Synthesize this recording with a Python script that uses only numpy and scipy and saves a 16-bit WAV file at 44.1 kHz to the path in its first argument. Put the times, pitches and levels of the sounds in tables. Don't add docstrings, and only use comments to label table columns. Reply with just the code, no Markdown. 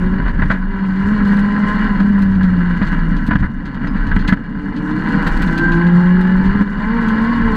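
import sys
import numpy as np
from scipy import signal
from scipy.fft import rfft, irfft
from scipy.io import wavfile
from scipy.ndimage import uniform_filter1d

SR = 44100
rng = np.random.default_rng(int(sys.argv[2]) if len(sys.argv) > 2 else 0)


def log_audio(samples):
    frames = np.atleast_2d(samples).T
    limited = np.clip(frames, -1, 1)
    pcm = np.round(limited * 32767).astype(np.int16)
    wavfile.write(sys.argv[1], SR, pcm)


def voltage_ratio(decibels):
    exponent = np.asarray(decibels, float) / 20
    return 10 ** exponent


N = 333396
FULL_LOAD_DB = -24.5


def rms_one(x):
    return x / np.sqrt(np.mean(x ** 2) + 1e-20)


def noise():
    return rng.standard_normal(N)


def sine(phase):
    return np.sqrt(2) * np.sin(phase)


def in_time(rows):
    s, *columns = np.transpose(rows)
    return [np.interp(np.arange(N) / SR, s, column) for column in columns]


def drift(rate_hz):
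    every = 40
    r = np.exp(-2 * np.pi * every * rate_hz / SR)
    sparse = rng.standard_normal(N // every + 2002)
    slow = signal.lfilter([1], [1, -2 * r, r * r], sparse)[2000:]
    return np.interp(np.arange(N) / every, np.arange(len(slow)), rms_one(slow))


def body(x, peaks, floor):
    size = 2 ** 15
    hz = np.maximum(np.arange(size // 2 + 1) * SR / size, 1)
    floor_hz, floor_db = np.transpose(floor)
    power = voltage_ratio(np.interp(np.log(hz), np.log(floor_hz), floor_db)) ** 2
    for centre_hz, width_hz, peak_db in peaks:
        power = power + voltage_ratio(peak_db) ** 2 / (1 + (2 * (hz - centre_hz) / width_hz) ** 2) ** 2
    cepstrum = irfft(.5 * np.log(power / power.mean()))
    cepstrum[1:size // 2] *= 2
    cepstrum[size // 2 + 1:] = 0
    ring = irfft(np.exp(rfft(cepstrum)))
    return signal.oaconvolve(x, ring)[:N]


def bursts(times, levels_db, t60s, rise_s):
    out = np.zeros(N + SR)
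    t = np.arange(SR // 5) / SR
    for s, level_db, t60, rise in np.broadcast(times, levels_db, t60s, rise_s):
        at = int(s * SR)
        fall = voltage_ratio(level_db - 60 * t / max(t60, .01))
        out[at:at + len(t)] += fall * (1 - np.exp(-t / max(rise, .0002)))
    return out[:N]


def hump(s, half):
    return np.exp(-((np.arange(N) / SR - s) / half) ** 2)


def swells(rows):
    return sum(change * hump(s, half) for s, change, half in rows)


def span(start, end):
    t, fade_s = np.arange(N) / SR, 0.036
    return (np.tanh((t - start) / fade_s) - np.tanh((t - end) / fade_s)) / 2


# time [s], mount sway [dB], suspension rumble [dB], half length [s].
RUTS = [(0.043, -20, -20.5, 0.32), (0.368, -17, -15.5, 0.18), (0.663, -14, -42.5, 0.093),
        (1.205, -21, -24, 0.28), (1.552, -32, -35.5, 0.18), (1.886, -19, -45, 0.22),
        (2.347, -22, -29, 0.26), (2.7, -22, -32, .13), (3.054, -15.5, -25, 0.26),
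        (3.414, -21.5, -12.5, 0.11), (3.605, -20.5, -42, 0.068), (4.089, -14, -21, 0.25),
        (4.598, -32.5, -46, .2), (5.367, -15.5, -29, 0.17), (5.735, -18, -36, 0.11),
        (6.149, -24, -28, 0.096), (6.472, -19, -21, 0.14), (6.845, -24.5, -27, 0.36),
        (7.474, -18, -23, 0.095)]


def ruts(column, rest_db):
    power = voltage_ratio(rest_db) ** 2
    for row in RUTS:
        power = power + (voltage_ratio(row[column]) * hump(row[0], row[3])) ** 2
    return 10 * np.log10(power)


# pitch [Hz], width [Hz], level [dB per Hz].
BOOM = [(126, 46, -12), (190.2, 53.4, 2), (234.8, 49, -3.5), (282.7, 32.5, -4), (326, 30, -40.5)]
# pitch [Hz], level [dB per Hz].
BOOM_FLOOR = [(30, -17), (100, -18), (300, -35), (450, -25.5), (700, -34.5), (2000, -70), (8000, -120)]
# pitch [Hz], level [dB per Hz].
RUMBLE = [(15, -12.5), (40, -0.5), (65, -11.5), (82, 1.5), (105, -10), (140, -7), (300, -49.5),
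          (1000, -110)]
# pitch [Hz], width [Hz], level [dB per Hz].
MOUNT = [(29, 2.5, -4)]
# pitch [Hz], level [dB per Hz].
MOUNT_FLOOR = [(8, -34), (20, -23.5), (45, -24), (100, -51), (500, -130)]


def road(mount_db, boom_db, rumble_db):
    boom = body(voltage_ratio(0.99 * drift(8.3)) * noise(), BOOM, BOOM_FLOOR)
    rumble = body(voltage_ratio(3.1 * drift(6.2)) * noise(), [], RUMBLE)
    sway = body(noise(), MOUNT, MOUNT_FLOOR)
    swing_power = uniform_filter1d(uniform_filter1d(sway ** 2, size=SR // 9), size=SR // 20)
    sway = sway / np.sqrt(swing_power)
    return voltage_ratio(boom_db + 9.5) * boom + voltage_ratio(rumble_db - 4.0) * rumble + voltage_ratio(mount_db) * sway


# time [s], peak [dB], time
# to fall 60 dB [s].
PEBBLES = [(0.066, -47.5, .04), (0.2222, -49, .04), (0.8368, -47, .04), (1.2769, -37.5, .07),
           (1.3387, -41, .05), (1.369, -36.5, .06), (1.3932, -34.5, 0.046), (2.0302, -48.5, .03),
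           (2.1888, -43.5, 0.093), (2.2204, -35, 0.082), (3.267, -35.5, .07), (4.1604, -37.5, .045),
           (4.2844, -32.5, 0.054), (4.3313, -33.5, .04), (4.8718, -44.5, 0.044), (4.9631, -47.5, .03),
           (5.0867, -38, .08), (5.1891, -40.5, 0.027), (5.2258, -37, .025), (5.2664, -29, 0.11),
           (5.3687, -33.5, .05), (5.4219, -31, 0.1), (5.5274, -37.5, 0.02), (5.5817, -33, 0.044),
           (5.7684, -43, 0.055), (6.0586, -48, 0.034), (6.21, -37.5, 0.081), (6.271, -44.5, .03),
           (6.6127, -41, .05), (7.0055, -45, .03), (7.0838, -34, 0.068), (7.219, -41.5, 0.05),
           (7.553, -33.5, .04)]
# time [s], peak [dB], time to fall 60 dB [s].
CLODS = [(0.283, -42.5, 0.11), (.394, -48, .06), (0.4573, -47, 0.073), (0.5124, -34, 0.094),
         (1.0171, -45, 0.065), (1.085, -42, .06), (1.2501, -36, .06), (1.79, -42, .06), (1.84, -42.5, .06),
         (2.0, -39, .1), (2.351, -43, .05), (2.4321, -34.5, .1), (2.78, -44.5, .05), (2.8274, -38, .08),
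         (2.8709, -37.5, .1), (2.9183, -43, 0.086), (3.1668, -37, 0.085), (3.3888, -43.5, 0.15),
         (3.6565, -36, 0.1), (3.7443, -40.5, .08), (3.8726, -39, 0.078), (3.9697, -46, 0.12),
         (4.0683, -35.5, 0.096), (4.194, -37.5, .15), (4.278, -22.5, 0.079), (4.3716, -44.5, .03),
         (4.7629, -37.5, 0.13), (4.91, -40, 0.075), (5.4769, -34, .07), (5.5762, -30.5, 0.096),
         (5.7196, -31.5, 0.11), (5.8694, -37.5, .08), (6.4563, -40, 0.094)]
PEBBLE_TOP_DB, CLOD_TOP_DB = -17, -30.5
# pitch [Hz], width [Hz], level [dB per Hz].
ARCH = [(4230, 740, 12), (6340, 600, 1.5), (7570, 410, -3), (10050, 610, -14.5), (11050, 510, -12)]
# pitch [Hz], level [dB per Hz].
STONE_DULL = [(1200, -23), (2500, 16.5), (4300, 9.5), (6500, -10.5), (9000, -18.5), (15000, -31.5)]
# pitch [Hz], level [dB per Hz].
STONE_BRIGHT = [(5000, -33), (8000, 1), (10000, -6.5), (14000, -7), (16000, -14)]
# pitch [Hz], level [dB per Hz].
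SPRAY = [(3100, -13.5), (5400, 4), (8100, -1.5), (10100, -8), (14100, -16.5), (16100, -23.5)]


def stones(spray_db):
    hits = [(*row, PEBBLE_TOP_DB) for row in PEBBLES] + [(*row, CLOD_TOP_DB) for row in CLODS]
    s, peak_db, t60, top_db = np.transpose(hits)
    crackle = voltage_ratio(2.5 * drift(210))
    lead = 0.036 * t60
    dull = bursts(s - lead, peak_db + .8, t60, rise_s=lead) * crackle * noise()
    bright = bursts(s - lead, peak_db + top_db + 3.5, t60, rise_s=lead) * crackle * noise()
    spray = voltage_ratio(spray_db - 2.5 + 2.0 * drift(12) + 2.5 * drift(70)) * noise()
    return body(dull, ARCH, STONE_DULL) + body(bright, [], STONE_BRIGHT) + body(spray, [], SPRAY)


# time [s], pitch [Hz], level [dB], time to fall 60
# dB [s].
SQUEAKS = [
    (3.319, 1600, -15, .06),
    (3.356, 1650, -13, .05),
    (3.844, 1550, -20, .06),
    (3.876, 4957, -42, .12),
    (4.117, 1600, -17, .05),
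    (4.207, 4220, -38, .06),
    (4.284, 2020, -18, .12),
    (4.293, 1690, -14, .1),
]


def squeaks():
    t, out = np.arange(N) / SR, 0
    for s, hz, level_db, t60 in SQUEAKS:
        whistle = np.sin(2 * np.pi * hz * t + 0.96 * drift(90))
        out = out + bursts([s], [level_db], t60, rise_s=0.0018) * whistle
    return out


# time [s], peak [dB], thud [dB], time for the crunch to fall 60 dB [s].
KNOCKS = [(0.139, -20, -17.5, .06), (.2, -15.5, -9.5, .028), (.262, -14.5, -31, 0.13),
          (.357, -25.5, -19, 0.045), (.392, -17, -9.5, 0.072), (.423, -10, -9, 0.064),
          (0.457, -29, -16, 0.037), (0.503, -4.5, -15.5, 0.078), (.546, -17.5, -18, 0.19),
          (1.072, -20.5, -25, 0.045), (1.113, -20.5, -19.5, .05), (1.64, -24.5, -24, .04),
          (1.785, -14, -26, 0.079), (2.005, -15.5, -12, .08), (2.41, -16, -16.5, .035),
          (2.441, -18, -9.5, 0.046), (2.817, -13, -5.5, 0.11), (2.929, -13, -15, .1), (3.288, -19, -6, .05),
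          (3.312, -9.5, -12, 0.09), (3.332, -14.5, -8, .025), (3.355, -9, -5.5, 0.041),
          (3.428, -16.5, -10, 0.061), (3.448, -20.5, -26, 0.11), (3.66, -26, -32, .04),
          (3.772, -25.5, -18.5, 0.048), (3.814, -23.5, -14.5, .04), (3.844, -15.5, -8.5, 0.055),
          (3.87, -15.5, -27.5, .06), (3.934, -26, -18, 0.033), (3.956, -15.5, -9, 0.15),
          (4.115, -11.5, -18, 0.061), (4.165, -10, -5.5, 0.027), (4.224, -23, -27, 0.027),
          (4.249, -20, -26, .03), (4.287, -14.5, -8.5, 0.15), (4.325, -3, -1, 0.048),
          (4.372, -15.5, -17, 0.036), (4.89, -20.5, -18, .04), (5.268, -10.5, -10, 0.11),
          (6.459, -31.5, -10.5, .05), (6.515, -18.5, -18, 0.052), (6.555, -25.5, -8, 0.06),
          (6.61, -13.5, -6.5, 0.04), (6.79, -25, -13.5, .05), (6.835, -22.5, -25, .04)]
# pitch [Hz], width [Hz], level [dB per Hz].
PLATE = [(1600, 620, 0), (1990, 160, -12.5), (610, 240, -8)]
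# pitch [Hz], level [dB per Hz].
PLATE_FLOOR = [(200, -41.5), (1500, -19.5), (4000, -45), (15000, -88)]
# pitch [Hz], width [Hz], level [dB per Hz].
PANELS = [(500, 47, -13.5), (837, 150, -10.5), (1005, 129, -0.5), (1079, 4.9, 3.5), (1352, 140, -3),
          (1525, 110, 2), (1677, 120, 1.5), (1896, 140, -4), (2030, 56, -4.5), (2305, 60, -12),
          (2876, 160, -14), (3240, 52, -19), (3606, 54, -21), (3910, 250, -27.5), (4283, 140, -20.5),
          (4643, 230, -27.5), (5002, 110, -32.5), (6200, 93, -43), (7210, 710, -46)]
# pitch [Hz], level [dB per Hz].
PANEL_FLOOR = [(100, -30), (350, -8), (680, -20), (1200, -11.5), (2000, -15.5), (2200, -23), (3400, -31.5),
               (5400, -56), (9100, -67), (14100, -70.5)]


def knocks():
    s, peak_db, thud_db, t60 = np.transpose(KNOCKS)
    lead = 0.072 * t60
    crunch = bursts(s - lead, peak_db - 1.0, t60, rise_s=1.8 * lead) * voltage_ratio(2.0 * drift(90)) * noise()
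    crunch[((s + .0015) * SR).astype(int)] -= voltage_ratio(peak_db + 15.5 - 140 * t60)
    crunch = signal.sosfilt(signal.butter(1, 2600, fs=SR, output="sos"), crunch)
    thud = bursts(s - .003, thud_db - 10.5, t60s=0.089, rise_s=0.00077) * noise()
    thud[((s - .002) * SR).astype(int)] -= voltage_ratio(thud_db + 24.0)
    thud = signal.sosfilt(signal.butter(2, 330, fs=SR, output="sos"), thud)
    floor_plate = voltage_ratio(-4) * body(crunch, PLATE, PLATE_FLOOR)
    return body(crunch, PANELS, PANEL_FLOOR) + floor_plate + body(thud, BOOM, BOOM_FLOOR)


# start [s], end [s], gear mesh [dB], half mesh [dB], fourth order [dB].
PULLS = [
    (1.123, 1.901, -58, -45.5, -43.5),
    (5.145, 5.542, -46, -49, -52),
    (5.543, 5.88, -34, -44, -49),
    (5.882, 6.495, -38, -38, -61.5),
    (6.837, 7.701, -62.5, -32.5, -35.5),
]
# time [s], pitch [Hz], level [dB].
SHAFT = [
    (2.1, 74.2, -32.5),
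    (2.316, 91.1, -25),
    (2.9, 70.3, -31.5),
]
WHINE_RATIO = 9.4


def transmission(turn, firing_hz):
    gains = sum(np.outer(voltage_ratio(np.array(levels_db)), span(start, end)) for start, end, *levels_db in PULLS)
    off_ring = (WHINE_RATIO * firing_hz - 1576) / 24
    gains[0] *= voltage_ratio(14 / (1 + off_ring ** 2))
    whine = 0
    for k, gain in zip((WHINE_RATIO, WHINE_RATIO / 2, 4), gains):
        whine = whine + gain * voltage_ratio(2.7 * drift(11)) * sine(k * turn + 0.3 * drift(13))
    before, after = [(0, 82.2, -55.5), (2.0, 78.85, -83.5)], [(3.0, 110, -70.5), (8, 52, -71.5)]
    shaft_hz, shaft_db = in_time(before + list(SHAFT) + after)
    shaft_turn = 2 * np.pi * np.cumsum(shaft_hz) / SR
    return whine + voltage_ratio(shaft_db + 1.2 * drift(7.2)) * sine(shaft_turn)


PATCH_EDGES_HZ = [750, 1200, 1450, 1800, 2150, 2600, 3400, 4000]


def patchy(x, swing_db):
    patch_db, treble_follows = 1.8, 0.34
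    out, count = 0, len(PATCH_EDGES_HZ)
    for k, edge_hz in enumerate(PATCH_EDGES_HZ):
        low = signal.sosfiltfilt(signal.butter(2, edge_hz, fs=SR, output="sos"), x)
        out = out + voltage_ratio(patch_db * drift(12.0) + treble_follows * swing_db * k / count) * low
        x = x - low
    return out + voltage_ratio(patch_db * drift(9.0) + treble_follows * swing_db) * x


# multiple of firing rate, level against the clatter [dB].
UPPER = [(1.25, -15), (1.5, -25), (2.25, -1.5), (2.5, -3.5), (2.75, -19.5), (3.5, -22), (3.75, -2.5),
         (4.5, -5.5), (5, -0.5), (5.5, -8), (5.75, -12.5), (6, -1), (6.5, -13.5), (7, -9.5), (7.25, -20),
         (8, -8), (9, -4.5)]


def engine_in_panels(turn, load_db, lift_db):
    orders = 0
    for k, level_db in UPPER:
        orders = orders + voltage_ratio(level_db + 3.2 * drift(5)) * np.sin(k * turn + .4 * k ** .5 * drift(6))
    gate = 1 + .5 * np.sin(turn) + 0.046 * np.sin(turn / 4)
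    grit = voltage_ratio(2.0 * np.minimum(rng.exponential(1, N), 3.5))
    clatter = rms_one(gate * grit * voltage_ratio(1.0 * drift(1.1) + 1.0 * drift(44)) * noise())
    drive = clatter + voltage_ratio(-20.5 + 0.26 * (load_db + 26.0) + 1.3 * lift_db) * orders
    twist = np.pi / 4 * (1 + np.tanh(drift(5.0)))
    flexed = 0
    for pitch_ratio, share in ((1 - .006, np.cos(twist) ** 2), (1 + .006, np.sin(twist) ** 2)):
        tuned = [(hz * pitch_ratio, width_hz, db) for hz, width_hz, db in PANELS]
        flexed = flexed + body(share * drive, tuned, PANEL_FLOOR)
    return voltage_ratio(load_db) * rms_one(patchy(flexed, load_db - FULL_LOAD_DB))


# pitch [Hz], level at full load [dB].
SECOND = [(275, -38), (300, -22), (322, -34), (340, -22), (372, -31.5), (395, -35.5), (420, -37.5),
          (455, -29.5)]
# pitch [Hz], level at full load [dB].
THIRD = [(410, -44.5), (450, -39), (500, -41.5), (550, -42), (600, -54.5), (625, -39), (660, -51),
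         (700, -41)]


def exhaust(turn, firing_hz, note_db, effort_db):
    levels_db = [note_db]
    for k, pipe in ((2, SECOND), (3, THIRD)):
        pipe_db = np.interp(k * firing_hz, *np.transpose(pipe))
        levels_db.append(pipe_db + effort_db + 2.5 * drift(5.1))
    tones = 0
    for k, level_db in enumerate(levels_db, 1):
        tones = tones + voltage_ratio(level_db + 1.2 * drift(20)) * sine(k * turn + .15 * k * drift(21))
    return tones


# time [s], rate [Hz].
FIRING = [(0, 182), (.45, 189.7), (.9, 188), (1.22, 198.7), (1.85, 211.7), (1.95, 200.3), (2.1, 202),
          (2.5, 182.7), (2.85, 164.7), (3.1, 166.3), (3.7, 136.6), (4.2, 145), (4.5, 142.1), (5.3, 160.8),
          (5.55, 164.9), (6.45, 189), (7.1, 216), (7.56, 217)]
# time [s], rise [Hz], half length [s].
FLARES = [
    (.24, 11, .1),
    (0.761, 7, 0.099),
    (1.13, 16, .07),
    (2.72, 4.015, 0.058),
    (5.05, 2.492, .1),
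    (6.58, 12, .06),
    (6.96, 23, .1),
    (7.34, 18, 0.14),
]
# time [s], level [dB].
NOTE = [(.15, -19), (.32, -34.5), (.76, -17), (1.36, -10.5), (1.78, -20.5), (2.11, -11.5), (2.7, -15.5),
        (2.87, -28.5), (3.03, -19), (3.2, -31), (4.4, -37), (5.2, -26), (5.55, -27.5), (5.85, -10.5),
        (6.45, -12.5), (6.64, -20), (7.42, -17), (7.56, -24)]
# time [s], level [dB].
LOAD = [(0, -28.5), (.38, -31.5), (.55, -33), (.78, -28), (1.12, -24.5), (1.83, -23.5), (2.06, -28),
        (2.42, -30), (2.86, -27), (3.26, -30), (3.47, -34), (4.17, -29), (4.57, -34), (4.82, -31.5),
        (5.12, -23.5), (6.44, -27), (6.8, -27.5), (7.2, -26)]
# start [s], end [s], change [dB].
LIFTS = [
    (0.391, 0.658, -13.5),
    (0.841, 0.979, -8.5),
    (1.942, 2.404, -3),
    (2.41, 3.599, -12.5),
    (4.497, 4.98, 3),
    (6.517, 6.821, -0.5),
    (7.29, 7.412, -18),
]
# time [s], extra [dB], half length [s].
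SURFACE = [(.5, 0, 0.11), (1.22, 1.5, 0.12), (2.0, 3.5, 0.11), (2.32, 0.5, .12), (3.1, 2, 0.14),
           (4.15, 1.5, 0.21), (5.17, 2.5, 0.069), (5.68, 1.5, 0.087), (6.07, -5, 0.21), (6.8, -1.5, 0.19),
           (7.45, 1.5, 0.11)]
# time [s], extra [dB], half length [s].
PUDDLES = [
    (.53, 8, 0.08),
    (1.33, 4, 0.092),
    (2.2, 1.5, 0.13),
    (4.17, -0.5, .11),
    (5.25, 4, 0.5),
    (7.1, 2, .3),
]


def scene():
    firing_hz = in_time(FIRING)[0] + swells(FLARES)
    turn = 2 * np.pi * np.cumsum(firing_hz) / SR
    load_db, note_db = in_time(LOAD)[0], in_time(NOTE)[0]
    swing_db = load_db - FULL_LOAD_DB
    lift_db = sum(change_db * span(start, end) for start, end, change_db in LIFTS)
    boom_db = -29.5 + 0.46 * swing_db - 0.069 * (note_db - FULL_LOAD_DB) + swells(SURFACE)
    spray_db = -59 + 1.2 * swing_db + swells(PUDDLES)
    shell = road(ruts(column=1, rest_db=-29.5), boom_db, ruts(column=2, rest_db=-36))
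    hits = stones(spray_db) + squeaks() + knocks()
    car = transmission(turn, firing_hz) + engine_in_panels(turn, load_db, lift_db)
    car = car + exhaust(turn, firing_hz, note_db, 0.41 * swing_db + lift_db)
    return (shell + hits + car)[None]


# time [s], depth [dB], recovery [s].
DUCKS = [
    (0.313, -5.5, 0.046),
    (0.56, -4.5, 1),
    (3.37, -9.5, 0.0091),
    (3.47, -4, 0.73),
    (4.343, -6, 0.15),
    (6.629, -7, 0.12),
]


def ducking():
    t, gain_db = np.arange(N) / SR, 0
    for s, depth_db, recovery_s in DUCKS:
        since = np.maximum(t - s, 0)
        gain_db = gain_db + depth_db * (1 - np.exp(-since / 0.0069)) * np.exp(-since / recovery_s)
    return voltage_ratio(gain_db)


def roll_off(x):
    return signal.sosfilt(signal.butter(12, 15250, fs=SR, output="sos"), x)


def record(dry):
    soft = np.clip(1.398 * np.tanh(ducking() * dry / 1.22), -1, 1)
    cut = signal.sosfilt(signal.cheby2(10, 50, 16200, fs=SR, output="sos"), soft)
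    return roll_off(cut)


dry = scene()
out = record(dry)
log_audio(out)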